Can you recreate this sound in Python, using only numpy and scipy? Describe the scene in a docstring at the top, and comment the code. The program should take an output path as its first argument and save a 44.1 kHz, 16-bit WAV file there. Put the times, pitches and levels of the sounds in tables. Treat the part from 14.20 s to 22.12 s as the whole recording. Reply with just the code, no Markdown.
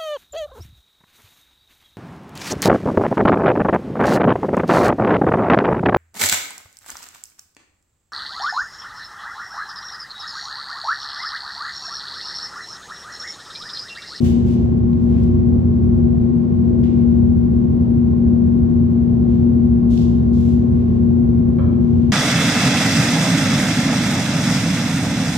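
"""From the start, a paint booth's exhaust fan hums as its blades pass, and air rumbles in the duct.
At once, close by, gloved hands pull masking tape and rustle the paper on a painted fender, each pull
a stream of tiny cracks that the hard walls echo. At 0.7 s a crease first snaps; more pulls and snaps
come in bunches. Near 7.4 s something hollow is knocked lightly and rings. One last pull follows,
and the fan runs on to the end."""
import sys
import numpy as np
from scipy import signal
from scipy.fft import rfft, irfft
from scipy.io import wavfile
from scipy.ndimage import uniform_filter1d

SR = 44100
rng = np.random.default_rng(int(sys.argv[2]) if len(sys.argv) > 2 else 0)


def dump_mix(stems):
    """Bounce the given channels to the path in sys.argv[1] as a 16-bit WAV at rate SR."""
    frames = np.atleast_2d(stems).T  # one column per channel
    limited = np.clip(frames, -1, 1)  # hard clip at full scale
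    pcm = np.round(limited * 32767).astype(np.int16)
    wavfile.write(sys.argv[1], SR, pcm)


N = 349272
TIME = np.arange(N) / SR
FREQS = np.maximum(np.arange(N // 2 + 1) * SR / N, 1)


def from_db(db):
    """Turn decibels into a number to multiply by."""
    return 10 ** (np.asarray(db) / 20)


def rms_one(x):
    """Scale a sound so that its average power is 1."""
    return x / np.sqrt(np.mean(x ** 2) + 1e-20)


def at_hz(points, hz):
    """Read between a table's rows, giving every octave equal room."""
    known, values = np.transpose(points)
    return np.interp(np.log(hz), np.log(known), values)


def in_time(rows):
    """Join a table's rows by straight lines, one curve per column."""
    times, *columns = np.transpose(rows)
    return np.array([np.interp(TIME, times, column) for column in columns])


def drift(per_s):
    """A wandering line through random values, typically about 1 in size."""
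    times = np.arange(0, TIME[-1] + 1, 1 / per_s)
    return np.interp(TIME, times, rng.standard_normal(N)[:len(times)])


def panned(pan_db):
    """Two gains that make the left side pan_db louder than the right."""
    return from_db(np.array([[.5], [-.5]]) * pan_db)


def keep_only(x, hz, kind, order=2):
    """Keep the "low" part, the "high" part or one "band" of a sound."""
    sections = signal.butter(order, np.clip(hz, 10, .45 * SR), kind, fs=SR, output="sos")
    return signal.sosfilt(sections, x + 1e-18)


def ring(clicks, hz, fade_s):
    """Each click starts a tone that dies away by 60 dB in fade_s."""
    shrink, step = from_db(-60 / (fade_s * SR)), 2 * np.pi * hz / SR
    return signal.lfilter([0, np.sin(step)], [1, -2 * shrink * np.cos(step), shrink ** 2], clicks + 1e-18)


def evened(x, seconds):
    """Hold the power steady over spans of the given length."""
    power = uniform_filter1d(np.mean(x ** 2, axis=0), max(int(seconds * SR), 2))
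    return x / np.sqrt(power + 1e-20)


# pitches at which the duct and booth ring: f/Hz, width/Hz, boost/dB
DUCT_RINGS = [(71.4, 9, 9.5), (86.5, 3.4, 15.5), (199.1, 7.3, 10), (249, 3.3, 1.5), (337.8, 11, 10.5),
              (527, 25, 6.5), (1065, 9.8, 8), (1330, 33, 3.5), (3720, 12, 4.5)]
# how alike the air sounds at the two microphones: f/Hz, likeness (1 = fully alike)
AIR_LIKENESS = [(40, 1), (190, 0.99), (270, 0.95), (400, 0.31), (550, 0.75), (900, 0.24), (1250, 0.65),
                (2200, 0.24), (8000, .2)]
# which side the air is louder on: f/Hz, left minus right/dB
AIR_BALANCE = [(60, -3), (200, -3.5), (400, -1), (900, -0.7), (3000, 0.5), (4400, -2.5), (6000, 1)]
# how far the wave at the left microphone is ahead: f/Hz, lead/radians
LEFT_LEAD = [(40, 0.48), (190, 0.78), (270, 0.61), (400, 0.61), (550, 2.11), (900, 2.6), (1250, 2.85),
             (3000, 2.4)]

def airflow(colour):
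    """Swirling air rings the duct and reaches each microphone a little differently."""
    for hz, width_hz, boost_db in DUCT_RINGS:
        peak = 1 / (1 + (2 * (FREQS - hz) / width_hz) ** 2) ** 2
        colour = colour * np.sqrt(1 + (from_db(boost_db) ** 2 - 1) * peak)
    shared, opposed = rfft(rng.standard_normal((2, N)))
    alike = np.clip(at_hz(AIR_LIKENESS, FREQS), 0, 1)
    pair = np.sqrt(1 + alike) * shared + np.sqrt(1 - alike) * opposed * [[1], [-1]]
    lead = np.exp(1j * at_hz(LEFT_LEAD, FREQS) * np.array([[1], [0]]))
    return rms_one(irfft(pair * colour * panned(at_hz(AIR_BALANCE, FREQS)) * lead, N))


# colour (the mix of low and high) of the rushing air: f/Hz, relative level/dB
AIR_COLOUR = [(15, -27.5), (28, -16), (36, -15.5), (50, -6.5), (62, 1), (100, -3.5), (165, 3), (200, -3),
              (218, -5.5), (243, 2), (295, -12.5), (400, -12.5), (500, -23), (800, -19)]
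# colour of the hiss at the intake filters: f/Hz, relative level/dB
HISS_COLOUR = [(500, -5.5), (750, 6.5), (900, -4), (1070, -1), (1300, -10), (2100, -18), (3300, -24),
               (4400, -28), (4800, -28.5), (5400, -34), (7500, -38), (9300, -45.5), (15500, -48.5)]
# slow rise and fall of the rumble: t/s, relative level/dB
RUMBLE_CURVE = [(0, -20.5), (0.35, -20), (0.65, -19.5), (1.85, -17), (2.2, -27), (2.35, -21), (2.92, -21.5),
                (3.15, -15), (3.33, -21), (5.65, -21), (6.3, -20.5), (6.42, -24.5), (6.55, -20.5),
                (7.92, -20.0)]

def fan_air(split_hz=105, roar_top_hz=720, roar_db=-20, hiss_db=-47.5,
            throb_hz=5.71, first_throb_s=0.071, throb_db=1.5, swell_db=1.5):
    """Moving air makes a deep throbbing rumble, a steadier roar above it, and a hiss in the filters."""
    colour = from_db(at_hz(AIR_COLOUR, FREQS))
    deep = 1 / (1 + (FREQS / split_hz) ** 20)
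    below_hiss = 1 / (1 + (FREQS / roar_top_hz) ** 10)
    throb = np.cos(2 * np.pi * throb_hz * (TIME - first_throb_s))
    rumble_db = 0.53 + in_time(RUMBLE_CURVE) + throb_db * throb + swell_db * drift(per_s=11)
    rumble = evened(airflow(colour * np.sqrt(deep)), seconds=0.19) * from_db(rumble_db)
    roar = evened(airflow(colour * np.sqrt(1 - deep) * below_hiss), seconds=0.15) * from_db(roar_db)
    hiss = airflow(from_db(at_hz(HISS_COLOUR, FREQS)) * (1 - below_hiss)) * from_db(hiss_db)
    return rumble + roar + hiss


# tones of the hum: multiple of the blade rate, left base level/dB, right base level/dB
BLADE_TONES = [(1, -25.5, -27.5), (2, -13, -26.5), (3, -42, -27.5), (4, -43, -55), (5, -61, -62),
               (7, -69.5, -63.5), (8, -68.5, -64.5), (11, -72, -74), (12, -74.5, -75.5), (13, -79, -76.5),
               (14, -81, -77.5), (15, -76.5, -77), (16, -84, -78.5)]
# the hum's second and third tones swell and dip:
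# t/s, tone 2 left change/dB, tone 2 right change/dB, tone 3 left change/dB
HUM_SWELLS = [(0, 0, 2.5, 7.5), (1.2, -1, -1.5, 7), (2.1, -1, -11, 7), (3.8, 0.45, 0.5, 1),
              (4.5, 0.54, 3.5, 3.5), (6.5, 0, 3.5, -1.5), (7.92, 1.2, -0.5, 5.5)]

def fan_hum(blade_hz=118.44, wander_rad=0.072, flutter_db=0.9, left_lead_rad=0.35):
    """Passing blades make a stack of tones; swirls of air shake the higher ones most."""
    blade_phase = 2 * np.pi * blade_hz * TIME + wander_rad * drift(per_s=0.66)
    second_left, second_right, third_left = in_time(HUM_SWELLS)
    swell_db = {2: np.array([second_left, second_right]), 3: np.array([third_left, np.zeros(N)])}
    out = np.zeros((2, N))
    for multiple, left_db, right_db in BLADE_TONES:
        phase = multiple * blade_phase + rng.uniform(0, 2 * np.pi) + np.array([[left_lead_rad], [0]])
        level_db = np.array([[left_db], [right_db]]) + swell_db.get(multiple, 0)
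        shake_db = flutter_db * np.sqrt(multiple) * drift(per_s=7)
        out += np.sqrt(2) * np.sin(phase) * from_db(level_db + shake_db)
    return out


# colour of the crackling paper: f/Hz, relative level/dB
PAPER_COLOUR = [(1500, -1.5), (2800, 0.5), (3600, -0.5), (4600, -5.5), (6000, -7.5), (7600, -10),
                (9000, -14.5), (11000, -18.5), (15500, -20.5)]
# pulls on tape and paper:
# t/s, length/s, relative level/dB, low edge f/Hz, treble tilt/(dB per octave), left minus right/dB
PULLS = [(.0, 0.1, -46.5, 1510, 4.5, -2), (0.041, 0.02, -39, 1300, 2.4, -0.5),
         (0.258, .085, -50, 1500, 1.3, 0), (0.754, .29, -63.5, 1514, 1, 11),
         (0.892, .11, -56, 1500, -5, 8.5), (2.331, 0.21, -69.5, 4000, 10.5, 0.5),
         (2.634, 0.009, -48, 1600, -5.5, -3), (2.652, 0.057, -58, 1800, -2.5, 1.5),
         (2.778, 0.019, -58.5, 2200, -6, -1), (5.078, 0.14, -61, 1800, -3, -1.5),
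         (5.696, 0.12, -46.5, 3200, -0.5, -2.5), (6.13, .03, -53, 3980, -3, -5),
         (6.167, .147, -53, 1800, 3.5, -1.5), (6.532, 0.22, -61.5, 1600, -3.5, -1),
         (7.566, 0.41, -59.5, 1050, -1, -1.5)]

def tape_and_paper(firm_db=-48, firm_cracks_per_s=5500, uneven_db=2.0, slip_db=1.1, release_s=.028):
    """Glue threads part and creases buckle in a stream of tiny cracks; a harder pull makes more."""
    out, t = np.zeros((2, N)), TIME[:SR // 2]
    hz = np.maximum(np.fft.rfftfreq(len(t), 1 / SR), 1)
    for start, length, level_db, low_hz, tilt_db, pan_db in PULLS:
        cracks_per_s = firm_cracks_per_s * from_db(0.54 * (level_db - firm_db))
        sizes = from_db(uneven_db * np.minimum(rng.exponential(1, len(t)), 4))
        signs = rng.choice([-1, 1], (2, len(t)))
        happens = rng.random(len(t)) < cracks_per_s / SR
        stick_and_slip = from_db(slip_db * drift(per_s=73)[:len(t)])
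        cracks = sizes * signs * happens * stick_and_slip
        # a brisk pull is brighter, and a short tight stretch of paper has no lows
        colour = from_db(at_hz(PAPER_COLOUR, hz) + tilt_db * np.log2(hz / low_hz))
        colour /= np.sqrt(1 + (low_hz / hz) ** 10)
        rustle = rms_one(irfft(rfft(cracks) * colour, len(t)))
        rise_s = 0.045 * length  # the hand takes a moment to get going
        pull = (1 - np.exp(-t / rise_s)) * np.exp(-np.maximum(t - length, 0) / release_s)
        at = round(start * SR)
        out[:, at:at + len(t)] += (from_db(level_db) * panned(pan_db) * pull * rustle)[:, :N - at]
    return out


# how long the booth echoes: f/Hz, time to fade by 60 dB/s
ECHO_FADES = [(500, 0.85), (2000, 0.82), (5000, 0.86), (9000, 0.26), (15000, 0.25)]

def wall_echo(x, build_s=0.0057):
    """Many bounces off the walls blur into one echo, different on each side; its highs die first."""
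    t, echo = TIME[:SR], 0
    octaves_hz = 250 * 2. ** np.arange(7)
    for low, high in zip(octaves_hz, octaves_hz[1:]):
        band = keep_only(rng.standard_normal((2, SR)), [low, high], "band")
        fade_s = at_hz(ECHO_FADES, np.sqrt(low * high))
        echo = echo + band * from_db(-60 * t / fade_s)
    echo = rms_one(echo * (1 - np.exp(-t / build_s))) / np.sqrt(SR)
    return signal.fftconvolve(x, echo, axes=1)[:, :N]


# single snaps of the paper: t/s, peak level/dB, top edge f/Hz, left minus right/dB
CREASE_SNAPS = [(.7322, -42.5, 4000, 9), (1.034, -39, 7900, 6), (2.639, -35.5, 3600, 2),
                (5.7366, -36.5, 4260, -6), (5.776, -30.5, 4600, -3.5)]

def paper_snaps(decay_s=0.0016):
    """A crease flips over with one short, sharp crack."""
    out, t = np.zeros((2, N)), TIME[:SR // 20]
    for start, peak_db, top_hz, pan_db in CREASE_SNAPS:
        burst = rng.standard_normal((2, len(t))) * np.exp(-t / decay_s)
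        crack = keep_only(keep_only(burst, top_hz / 2, "high"), top_hz, "low", order=3)
        at = round(start * SR)
        out[:, at:at + len(t)] += from_db(peak_db) * panned(pan_db) * crack / np.abs(crack).max()
    return out


# the two touches of the knock: t/s, relative level/dB
TOUCHES = [(7.387, -28), (7.394, -25)]
# tones of the hollow thing: f/Hz, relative level/dB, time to fade by 60 dB/s
HOLLOW_TONES = [(560, 2, 0.033), (740, -7.5, 0.027), (1060, 3.5, 0.018), (1344, -2.5, 0.026),
                (1600, -11, 0.019), (2330, -10.5, 0.01), (3200, -17, 0.03), (4120, -24, 0.024),
                (5500, -23, .003)]

def hollow_knock(contact_s=0.0027, roughness=.6, soften_hz=5000):
    """A touch and its bounce, each a click with a little scuff, set something hollow ringing."""
    force, t = np.zeros((2, N)), TIME[:SR // 20]
    for start, level_db in TOUCHES:
        scuff = rms_one(rng.standard_normal((2, len(t))) * np.exp(-t / contact_s)) / np.sqrt(len(t))
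        contact = roughness * scuff + (t == 0)
        at = round(start * SR)
        force[:, at:at + len(t)] += from_db(level_db) * rms_one(contact) / np.sqrt(len(t))
    force = keep_only(force, soften_hz, "low", order=1)
    return sum((-1) ** k * from_db(db) * ring(force, hz, fade_s)  # every other tone starts upside down
               for k, (hz, db, fade_s) in enumerate(HOLLOW_TONES))


def scene(widening=0.033):
    """The fan fills the booth; the hands are near, and the knock is farther off, so it echoes more."""
    rustle, snaps, knock = tape_and_paper(), paper_snaps(), hollow_knock()
    direct = from_db(-3.5) * rustle + snaps + from_db(-4.5) * knock
    to_walls = from_db(-6.5) * rustle + from_db(-7.5) * snaps + from_db(-2.5) * knock
    work = direct + wall_echo(to_walls)
    # taking a little of each side from the other makes the rustles, snaps and knock sound wider
    return fan_air() + fan_hum() + work - widening * work[::-1]


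def record(dry, ease_s=.01, top_hz=15750):
    """Ease the sound in and out, and cut away the very highest treble."""
    from_end_s = np.minimum(TIME, TIME[-1] - TIME)
    ease = np.sin(np.pi / 2 * np.minimum(from_end_s / ease_s, 1)) ** 2
    return signal.sosfilt(signal.ellip(12, .1, 80, top_hz, fs=SR, output="sos"), dry * ease)


dry = scene()
out = record(dry)
dump_mix(out)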